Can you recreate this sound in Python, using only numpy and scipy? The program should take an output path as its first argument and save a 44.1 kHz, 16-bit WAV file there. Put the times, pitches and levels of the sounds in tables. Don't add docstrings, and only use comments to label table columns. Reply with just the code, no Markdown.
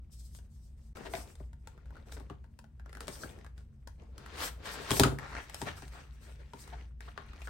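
import sys
import numpy as np
from scipy import signal
from scipy.fft import rfft, irfft, next_fast_len
from scipy.io import wavfile
from scipy.ndimage import uniform_filter1d, map_coordinates

SR = 44100
rng = np.random.default_rng(int(sys.argv[2]) if len(sys.argv) > 2 else 0)


def materialize(psi):
    bounded = np.clip(np.atleast_2d(psi).T, -1, 1)
    quanta = np.round(bounded * 32767).astype(np.int16)
    wavfile.write(sys.argv[1], SR, quanta)


N = 330309

# frequency_hz, density_db (per Hz)
DRAG_SPECTRUM = [(70, -17.5), (150, -2), (400, 2.5), (750, -4), (1300, -10.5), (3000, -45.5)]
# centre_hz, width_hz, level_db
COVER_MODES = [(394, 26, 7), (626, 260, 2), (850, 200, -2), (1040, 100, -6), (1386, 120, -3),
               (1902, 910, -1.5), (2440, 1100, -3.5), (3730, 1900, -12)]
# frequency_hz, left_minus_right_db
HANDS_BALANCE = [(60, 9), (300, 7), (1200, 2), (4000, 4.5), (9000, 1.5), (14000, -1)]

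FREE_S = 4.99
ATTACK_S = 0.025


def amp(db):
    return 10 ** (np.asarray(db) / 20)


def unit(x):
    return x / np.sqrt(np.mean(x ** 2) + 1e-20)


def along(points, hz):
    f, v = np.transpose(points)
    return np.interp(np.log(hz + 1), np.log(f + 1), v)


def wobble(rate, size=N):
    knots = rng.standard_normal(int(size * rate / SR) + 4)
    return map_coordinates(knots, [np.arange(size) * rate / SR])


def filtered(x, response):
    n = x.shape[-1]
    m = 2 * next_fast_len(n // 2 + 2048)
    return irfft(rfft(x, m) * response(np.fft.rfftfreq(m, 1 / SR)), m)[..., :n]


def colour(points):
    def response(hz):
        cepstrum = irfft(np.log(amp(along(points, hz))))
        fold = 1 + np.sign(np.fft.fftfreq(len(cepstrum)))
        return np.exp(rfft(cepstrum * fold))
    return response


def resonances(modes):
    def response(f):
        total = 0
        for k, (centre, width, db) in enumerate(modes):
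            damping = 1j * f * width
            total = total + (-1) ** k * amp(db) * damping / (centre * centre - f * f + damping)
        return total
    return response


def touched(body, note_hz, note_db, share):
    note = [(note_hz, share * note_hz, note_db)]
    return lambda hz: resonances(body)(hz) + resonances(note)(hz)


def stereo(pair):
    # frequency_hz, coherence (0-1)
    likeness = [(60, 1), (200, 0.84), (600, 0.5), (1500, 0.27), (4000, 0.25), (10000, 0.11)]

    def mid_side(hz):
        turn = np.arccos(np.clip(along(likeness, hz), -1, 1)) / 2
        return np.array([np.cos(turn), np.sin(turn)])
    mid, side = filtered(pair, mid_side)
    return np.array([mid + side, mid - side])


def leftward(x, balance=HANDS_BALANCE):
    return filtered(x, lambda hz: amp(np.outer([.5, -.5], along(balance, hz))))


def add(track, s, sound):
    part = track[:, max(round(s * SR), 0):][:, :sound.shape[-1]]
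    part += sound[..., :part.shape[-1]]


def burst(response, t60, chatter_db, chatter_t60, click=0, rattle_db=4):
    t = np.arange(SR // 3) / SR
    rise = .0009
    rattle = unit(amp(rattle_db * np.clip(wobble(350, size=len(t)), -2, 2)))
    chatter = rattle * amp(chatter_db - 60 * t / chatter_t60)
    envelope = (amp(-60 * t / t60) + chatter) * (1 - np.exp(-(t / rise) ** 2))
    force = stereo(rng.standard_normal((2, len(t)))) * envelope
    force[:, round(2 * rise * SR)] += click * np.linalg.norm(force, axis=1)
    sound = filtered(force, response)
    return sound * np.sqrt(SR // 100 / np.sum(sound ** 2, axis=1, keepdims=True))


def friction(spectrum, grain_db, grain_rate, judder_db):
    slips = amp(grain_db * wobble(grain_rate) + judder_db * wobble(35))
    return unit(filtered(stereo(rng.standard_normal((2, N))) * slips, colour(spectrum)))


def film(edge_hz):
    # frequency_hz, density_db (per Hz)
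    snap_spectrum = [(900, 1.5), (2200, -2.5), (3800, -0.5), (6000, -3.5), (8800, 0), (10500, -8.5),
                     (15500, -11.5)]
    return lambda hz: colour(snap_spectrum)(hz) / (1 + 1j * hz / edge_hz) ** 2


def hum():
    # centre_hz, width_hz, level_db
    drone_bands = [(34.3, 3.3, -10), (61.5, 8.8, -6), (84.7, 10.6, -9.5), (136.4, 8.7, -13),
                   (222, 6, -17.5)]
    # frequency_hz, density_db (per Hz)
    air_spectrum = [(20, -28.5), (50, 9), (110, 8), (250, -2.5), (450, -15), (1000, -25), (3000, -33.5),
                    (9000, -48), (15000, -43)]
    hum_hz = 58.8

    def noise(response):
        return unit(filtered(stereo(rng.standard_normal((2, N))), response))
    phase = 2 * np.pi * hum_hz * np.arange(N) / SR + .5 * wobble(3.7)
    tone = np.sqrt(2) * np.sin(phase)
    tone = unit(tone * np.abs(1 + 1.5 * wobble(9)))
    drone = noise(lambda hz: resonances(drone_bands)(hz) / (1 + (hz / 300) ** 4))
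    return amp(-51.5) * tone + amp(-53.0) * drone + amp(-63) * noise(colour(air_spectrum))


def strokes():
    # start_s, length_s, rub_db, hiss_db
    stroke_table = [(0.103, 0.26, -91, -66.5), (0.483, 0.18, -106, -74), (0.761, 0.13, -90, -74.5),
                    (0.928, 0.13, -58.5, -69.5), (1.044, 0.088, -65, -58), (1.113, 0.08, -59, -53),
                    (1.237, 0.061, -67, -60.5), (1.363, 0.056, -78.5, -73), (1.632, 0.7, -78, -91),
                    (1.917, 0.074, -71, -87), (2.053, 0.13, -68, -65.5), (2.84, 0.3, -75.5, -93),
                    (2.994, 0.025, -60, -64), (3.064, 0.21, -62.5, -58.5), (3.278, 0.15, -68.5, -81),
                    (3.553, 0.047, -75, -77), (3.973, 0.062, -71, -106), (4.915, 0.059, -48.5, -38),
                    (5.18, 0.33, -60, -74), (5.403, 0.038, -80, -63), (5.515, 0.11, -57.5, -59),
                    (5.647, 0.036, -44.5, -59), (5.748, 0.12, -63.5, -65.5), (5.903, 0.11, -59, -68),
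                    (5.999, 0.72, -72, -80), (6.196, 0.1, -67, -70), (6.54, 0.12, -67.5, -67),
                    (6.643, 0.17, -62, -79), (6.999, 0.1, -64, -75), (7.147, 0.35, -64.5, -85.5),
                    (7.383, 0.068, -76, -66)]
    rest_rub_db, rest_hiss_db = -91, -90.5
    release_db_per_s = 222.5
    tight_drag_db, loose_drag_db = 6.5, -3
    t = np.arange(N) / SR
    power = np.outer(amp([rest_rub_db, rest_hiss_db]) ** 2, np.ones(N))
    for start, length, rub_db, hiss_db in stroke_table:
        rise = np.clip((t - start) / ATTACK_S, 0, 1)
        envelope = rise * amp(-release_db_per_s * np.clip(t - start - length, 0, 1))
        power += np.outer(amp([rub_db, hiss_db]), envelope) ** 2
    rub, hiss = np.sqrt(power)
    drag = rub * amp(np.where(t < FREE_S, tight_drag_db, loose_drag_db))
    return np.array([drag, rub, hiss])


def crinkle(count, centre_hz, spread, cycles, spread_db):
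    out, t = np.zeros((2, N)), np.arange(SR // 100) / SR
    moments, sizes = rng.random(count), rng.exponential(size=count)
    pitches, sides = rng.standard_normal((2, count))
    for when, size, pitch, side in zip(moments, sizes, pitches, sides):
        hz = centre_hz * np.exp(spread * pitch)
        pop = amp(spread_db * min(size, 3) - 60 * t * hz / cycles) * np.sin(2 * np.pi * hz * t)
        add(out, when * N / SR, np.outer([np.cos(side), np.sin(side)], pop))
    return unit(stereo(out))


def patchy(x, depth_db):
    z = signal.stft(x, nperseg=512)[2]
    field = rng.standard_normal(z.shape[1:])
    field = uniform_filter1d(field, size=5, axis=0)
    field = uniform_filter1d(field, size=8, axis=1)
    return signal.istft(z * amp(depth_db * unit(field)), nperseg=512)[1][:, :N]


def off_the_cover(x, centre_delay_s, sway, reflection):
    n = np.arange(N)
    delay = centre_delay_s * np.exp(sway * wobble(2.3)) * SR
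    copy = np.array([map_coordinates(channel, [n - delay], order=3) for channel in x])
    return (x + reflection * copy) / np.hypot(1, reflection)


def sliding():
    # frequency_hz, density_db (per Hz)
    rub_spectrum = [(350, -19), (750, -7.5), (1600, -5), (2400, -8), (3600, -14.5), (6000, -18),
                    (12000, -42.5)]
    rustle_spectrum = [(200, -7.5), (450, -3), (750, -1.5), (1000, 0), (1600, 1.5), (2400, -4),
                       (4200, -6.5), (7000, -16), (14000, -35.5)]
    hiss_spectrum = [(1500, -23), (3500, -1.5), (5200, 5.5), (7000, 3), (8700, 9.5), (10200, -14.5),
                     (11300, 3.5), (12600, -4.5), (13800, -19.5), (15200, -5)]
    stroke_drag, stroke_rub, stroke_hiss = strokes()
    pull_drag, pull_rustle, pull_hiss = pulls()
    drag_gain = np.hypot(stroke_drag, pull_drag)
    hiss_db = 20 * np.log10(np.hypot(stroke_hiss, pull_hiss))
    rub_db = 20 * np.log10(stroke_rub)
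    rustle = pull_rustle * friction(rustle_spectrum, grain_db=1.5, grain_rate=410, judder_db=-2.0)
    drag = drag_gain * friction(DRAG_SPECTRUM, grain_db=2.5, grain_rate=200, judder_db=1)
    rub = stroke_rub * friction(rub_spectrum, grain_db=1.5, grain_rate=490, judder_db=0.0)
    hiss = amp(hiss_db + 1.5) * friction(hiss_spectrum, grain_db=-0.5, grain_rate=740, judder_db=4.0)
    fizz = filtered(hiss, lambda hz: 1 / (1 + (10500 / (hz + 1)) ** 8))
    hiss = hiss + amp((hiss_db + 45) / 2) * fizz
    pops = crinkle(count=1200, centre_hz=2500, spread=.5, cycles=10, spread_db=4)
    creases = amp(.8 * rub_db - 16) * pops
    sheet = patchy(drag + rub + hiss, depth_db=2.07) + creases
    return leftward(rustle + off_the_cover(sheet, centre_delay_s=0.00066, sway=.4, reflection=0.11))


def ticks():
    # start_s, snap_db, ring_db, note_hz
    buckles = [(0.3484, -41, -61, 880), (0.387, -47, -57, 940), (0.958, -55, -49, 770),
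               (0.969, -40.5, -44.5, 1400), (1.353, -43.5, -73, 1700), (1.5305, -52, -54, 895),
               (1.6724, -36.5, -44.5, 865), (1.776, -65, -54.5, 1400), (1.856, -57, -59.5, 1590),
               (1.905, -74, -52.5, 860), (1.954, -55, -52, 1390), (1.966, -55, -48, 1370),
               (2.1185, -39.5, -59, 1400), (2.122, -33.5, -52.5, 1440), (2.171, -64, -51.5, 1520),
               (2.441, -62, -55.5, 900), (2.589, -41.5, -50.5, 900), (2.641, -56, -52.5, 860),
               (2.796, -74, -51, 1590), (2.8588, -53, -49.5, 1480), (2.8934, -49, -54, 1840),
               (2.9282, -42, -45.5, 1590), (2.95, -41, -45.5, 1770), (2.9696, -41, -44, 1490),
               (3.0052, -30, -40, 1510), (3.07, -37, -59, 1500), (3.292, -52, -52, 3400),
               (3.387, -49, -56, 1820), (3.445, -46.5, -50.5, 1530), (3.463, -50, -48.5, 1580),
               (3.578, -46, -56, 1480), (3.606, -56.5, -66, 1480), (3.873, -38, -45.5, 884),
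               (4.1793, -37, -48.5, 1410), (4.2602, -41.5, -44, 1430), (5.1856, -37, -35, 1830),
               (5.496, -35.5, -45, 1930), (5.5438, -24.5, -50, 2600), (5.669, -45, -38.5, 1710),
               (5.879, -41.5, -70, 4920), (6.639, -46, -56, 4060), (6.676, -42, -50, 1270),
               (7.0056, -40.5, -44.5, 1700), (7.22, -60, -50, 1208), (7.332, -58, -48.5, 1300),
               (7.4174, -46, -44, 2510), (7.472, -54, -38, 1350)]
    # centre_hz, width_hz, level_db
    sleeve_modes = [(522, 640, 1), (963, 370, 4.5), (1420, 180, 2), (1910, 630, -11)]
    out = np.zeros((2, N))
    for s, snap_db, ring_db, note_hz in buckles:
        edge_hz = 18000 * amp((snap_db + 45) / 2)
        snap = burst(film(edge_hz), t60=0.016, chatter_db=-31.5, chatter_t60=0.042, click=0.23)
        sleeve = touched(sleeve_modes, note_hz, note_db=9.0, share=0.13)
        ring = burst(sleeve, t60=0.013, chatter_db=-14, chatter_t60=0.074, click=0.17)
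        add(out, s, amp(snap_db - 17.0) * snap + amp(ring_db - 6.5) * ring)
    return leftward(out)


def scuffs():
    # peak_s, level_db, note_hz, spread_s
    scuff_table = [(1.066, -43, 660, 0.0096), (5.404, -48, 1803, 0.01), (5.687, -38.5, 1744, 0.0072),
                   (5.782, -51.5, 1260, 0.0079), (5.834, -55, 1717, 0.0085), (5.967, -54.5, 1360, 0.0203),
                   (6.297, -60, 585, 0.02), (6.41, -58, 478, .014), (6.738, -48, 737, 0.0092),
                   (7.087, -49, 1090, 0.0064), (7.482, -47.5, 1340, 0.0033)]
    soft_edge_hz = 14000
    out, t = np.zeros((2, N)), np.arange(SR // 5) / SR - .1
    for s, db, note_hz, spread_s in scuff_table:
        slips = stereo(rng.standard_normal((2, len(t)))) * amp(0.91 * wobble(430, size=len(t)))
        cover = touched(COVER_MODES, note_hz, note_db=10, share=0.18)
        sound = unit(filtered(slips, lambda hz: cover(hz) / (1 + 1j * hz / soft_edge_hz)))
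        add(out, s + t[0], amp(db) * np.exp(-(t / spread_s) ** 2 / 2) * sound)
    return leftward(out)


def thud(attack, ring_share):
    # frequency_hz, level_db, t60_s
    desk_modes = [(61.5, -9.5, 0.38), (89.6, 1, 0.16), (107, -3.5, 0.23), (136.4, -0.5, .38),
                  (197.5, -3, 0.15), (255, 0.5, 0.13), (298.2, -1.5, 0.11), (396, 1, 0.11)]
    t = np.arange(SR // 3) / SR
    ring = 0
    for k, (hz, db, t60) in enumerate(desk_modes):
        decay = amp(db + rng.standard_normal() - 60 * t / (t60 * ring_share))
        ring = ring + (-1) ** k * decay * np.sin(2 * np.pi * hz * t)
    push = burst(colour(DRAG_SPECTRUM), t60=0.06, chatter_db=-16.5, chatter_t60=0.17)
    return ring * (1 - np.exp(-t / attack)) + amp(-2.5) * push


def knocks():
    # start_s, clap_db, thud_db, slap_db, note_hz
    landings = [(1.1358, -22.5, -45, -58, 695), (1.151, -29.5, -67, -55, 660),
                (1.173, -48, -45.5, -66, 614), (1.399, -50, -46, -74, 590), (2.167, -44, -47.5, -76, 960),
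                (2.198, -57, -45.5, -53, 870), (2.298, -38, -38.5, -51.5, 1200),
                (3.0798, -32.5, -42.5, -33.5, 570), (3.234, -31.5, -40, -53, 1520),
                (4.906, -22.5, -25.5, -23, 1084), (4.914, -21, -35, -23.5, 3300),
                (4.967, -27, -50, -45.5, 674), (4.996, -21.5, -17.5, -12, 774),
                (5.0341, -11.5, -30.5, -17.5, 1276), (5.048, -22, -23.5, -43.5, 900),
                (5.066, -28.5, -27.5, -46.5, 1000), (5.115, -43, -36, -57, 650),
                (5.6155, -29.5, -35.5, -33, 900), (5.821, -40.5, -46.5, -47, 720),
                (6.5336, -36, -46.5, -48, 976), (7.1758, -29.5, -54, -50, 1112)]
    # frequency_hz, left_minus_right_db
    landing_balance = [(150, 2.5), (600, 4), (1200, 4), (4000, 5), (9000, 2.5)]
    thud_lag_s = 0.005
    held_ring = 0.65
    out = np.zeros((2, N))
    for s, clap_db, thud_db, slap_db, note_hz in landings:
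        edge_hz = 18000 * amp(.7 * (slap_db - clap_db))
        slap = burst(film(edge_hz), t60=0.014, chatter_db=-21.0, chatter_t60=0.15, click=0.5)
        cover = touched(COVER_MODES, note_hz, note_db=12.0, share=0.1)
        clap = burst(cover, t60=0.01, chatter_db=-19, chatter_t60=0.12, click=0.39)
        add(out, s, amp(slap_db - 8.0) * slap + amp(clap_db - 11.0) * clap)
        weight = thud(attack=0.00071, ring_share=held_ring if s < FREE_S else 1)
        add(out, s + thud_lag_s, amp(thud_db - 5.0) * weight)
    return leftward(out, landing_balance)


def pulls():
    # time_s, effort_db
    effort_curve = [(4.08, -75), (4.194, -59), (4.318, -54), (4.383, -46.5), (4.444, -44), (4.487, -46),
                    (4.51, -60), (4.58, -64.5), (4.661, -46.5), (4.71, -47.5), (4.84, -49), (4.9, -45)]
    # level_db, growth_db_per_db
    growth_laws = [(-53, 0.5), (-40, 1.5), (-45.5, 3.5)]
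    full_db, fade_s = -44.5, 0.067
    t = np.arange(N) / SR
    s, db = np.transpose(effort_curve)
    effort_db = np.interp(t, s, db) - full_db
    held = np.clip(1 + np.minimum(t - s[0], s[-1] - t) / fade_s, 0, 1)
    return held * np.array([amp(level_db + growth * effort_db) for level_db, growth in growth_laws])


def swish():
    # frequency_hz, density_db (per Hz)
    swish_spectrum = [(300, -4), (1100, 3), (1650, -1), (2300, -8.5), (2800, -20), (3400, -13.5),
                      (7000, -24.5), (12000, -45)]
    start_s, length_s, start_db = 5.178, 0.22, -46
    octaves_per_s, growth_db_per_s, stop_db_per_s = 1.7, 9, 700
    out, t = np.zeros((2, N)), np.arange(SR // 2) / SR
    position = np.cumsum(2 ** (octaves_per_s * t))
    noise = friction(swish_spectrum, grain_db=3.5, grain_rate=400, judder_db=-2.1)
    gliding = np.array([map_coordinates(channel[:SR], [position]) for channel in noise])
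    db = start_db + growth_db_per_s * t - stop_db_per_s * np.maximum(t - length_s, 0)
    add(out, start_s, np.clip(t / ATTACK_S, 0, 1) * amp(db) * gliding)
    return leftward(out)


def room(x, wet_db, early_db):
    # frequency_hz, t60_s
    decay_times = [(100, 0.48), (700, 0.29), (2000, 0.28), (5000, 0.23), (13000, 0.27)]
    hz, t, z = signal.stft(rng.standard_normal((2, SR // 2)), SR, nperseg=256)
    t60 = np.maximum(along(decay_times, hz), .02)[:, None]
    tail = signal.istft(z * amp(-60 * t / t60), SR, nperseg=256)[1]
    answer = amp(wet_db) * tail / np.linalg.norm(tail[0])
    for channel in answer:
        lags = (rng.uniform(0, .009, 6) * SR).astype(int)
        channel[lags] += amp(early_db) * rng.choice([-1, 1], len(lags))
    answer = filtered(answer, lambda f: 1j * f / (300 + 1j * f))
    delayed = np.pad(x, ((0, 0), (SR // 500, 0)))
    return x + signal.fftconvolve(delayed, answer, axes=1)[:, :N]


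def scene():
    rubbing = room(sliding() + swish() + scuffs(), wet_db=-9, early_db=-19.5)
    contacts = room(ticks() + knocks(), wet_db=-7.0, early_db=-19.5)
    return rubbing + contacts + hum() * amp([[.5], [-.5]])


def record(dry):
    top_hz = 16050
    dip = np.interp(np.arange(N) / SR, [.928, .934, .950, .956], [1, .03, .03, 1])
    return filtered(dry * dip, lambda hz: hz < top_hz)


dry = scene()
out = record(dry)
materialize(out)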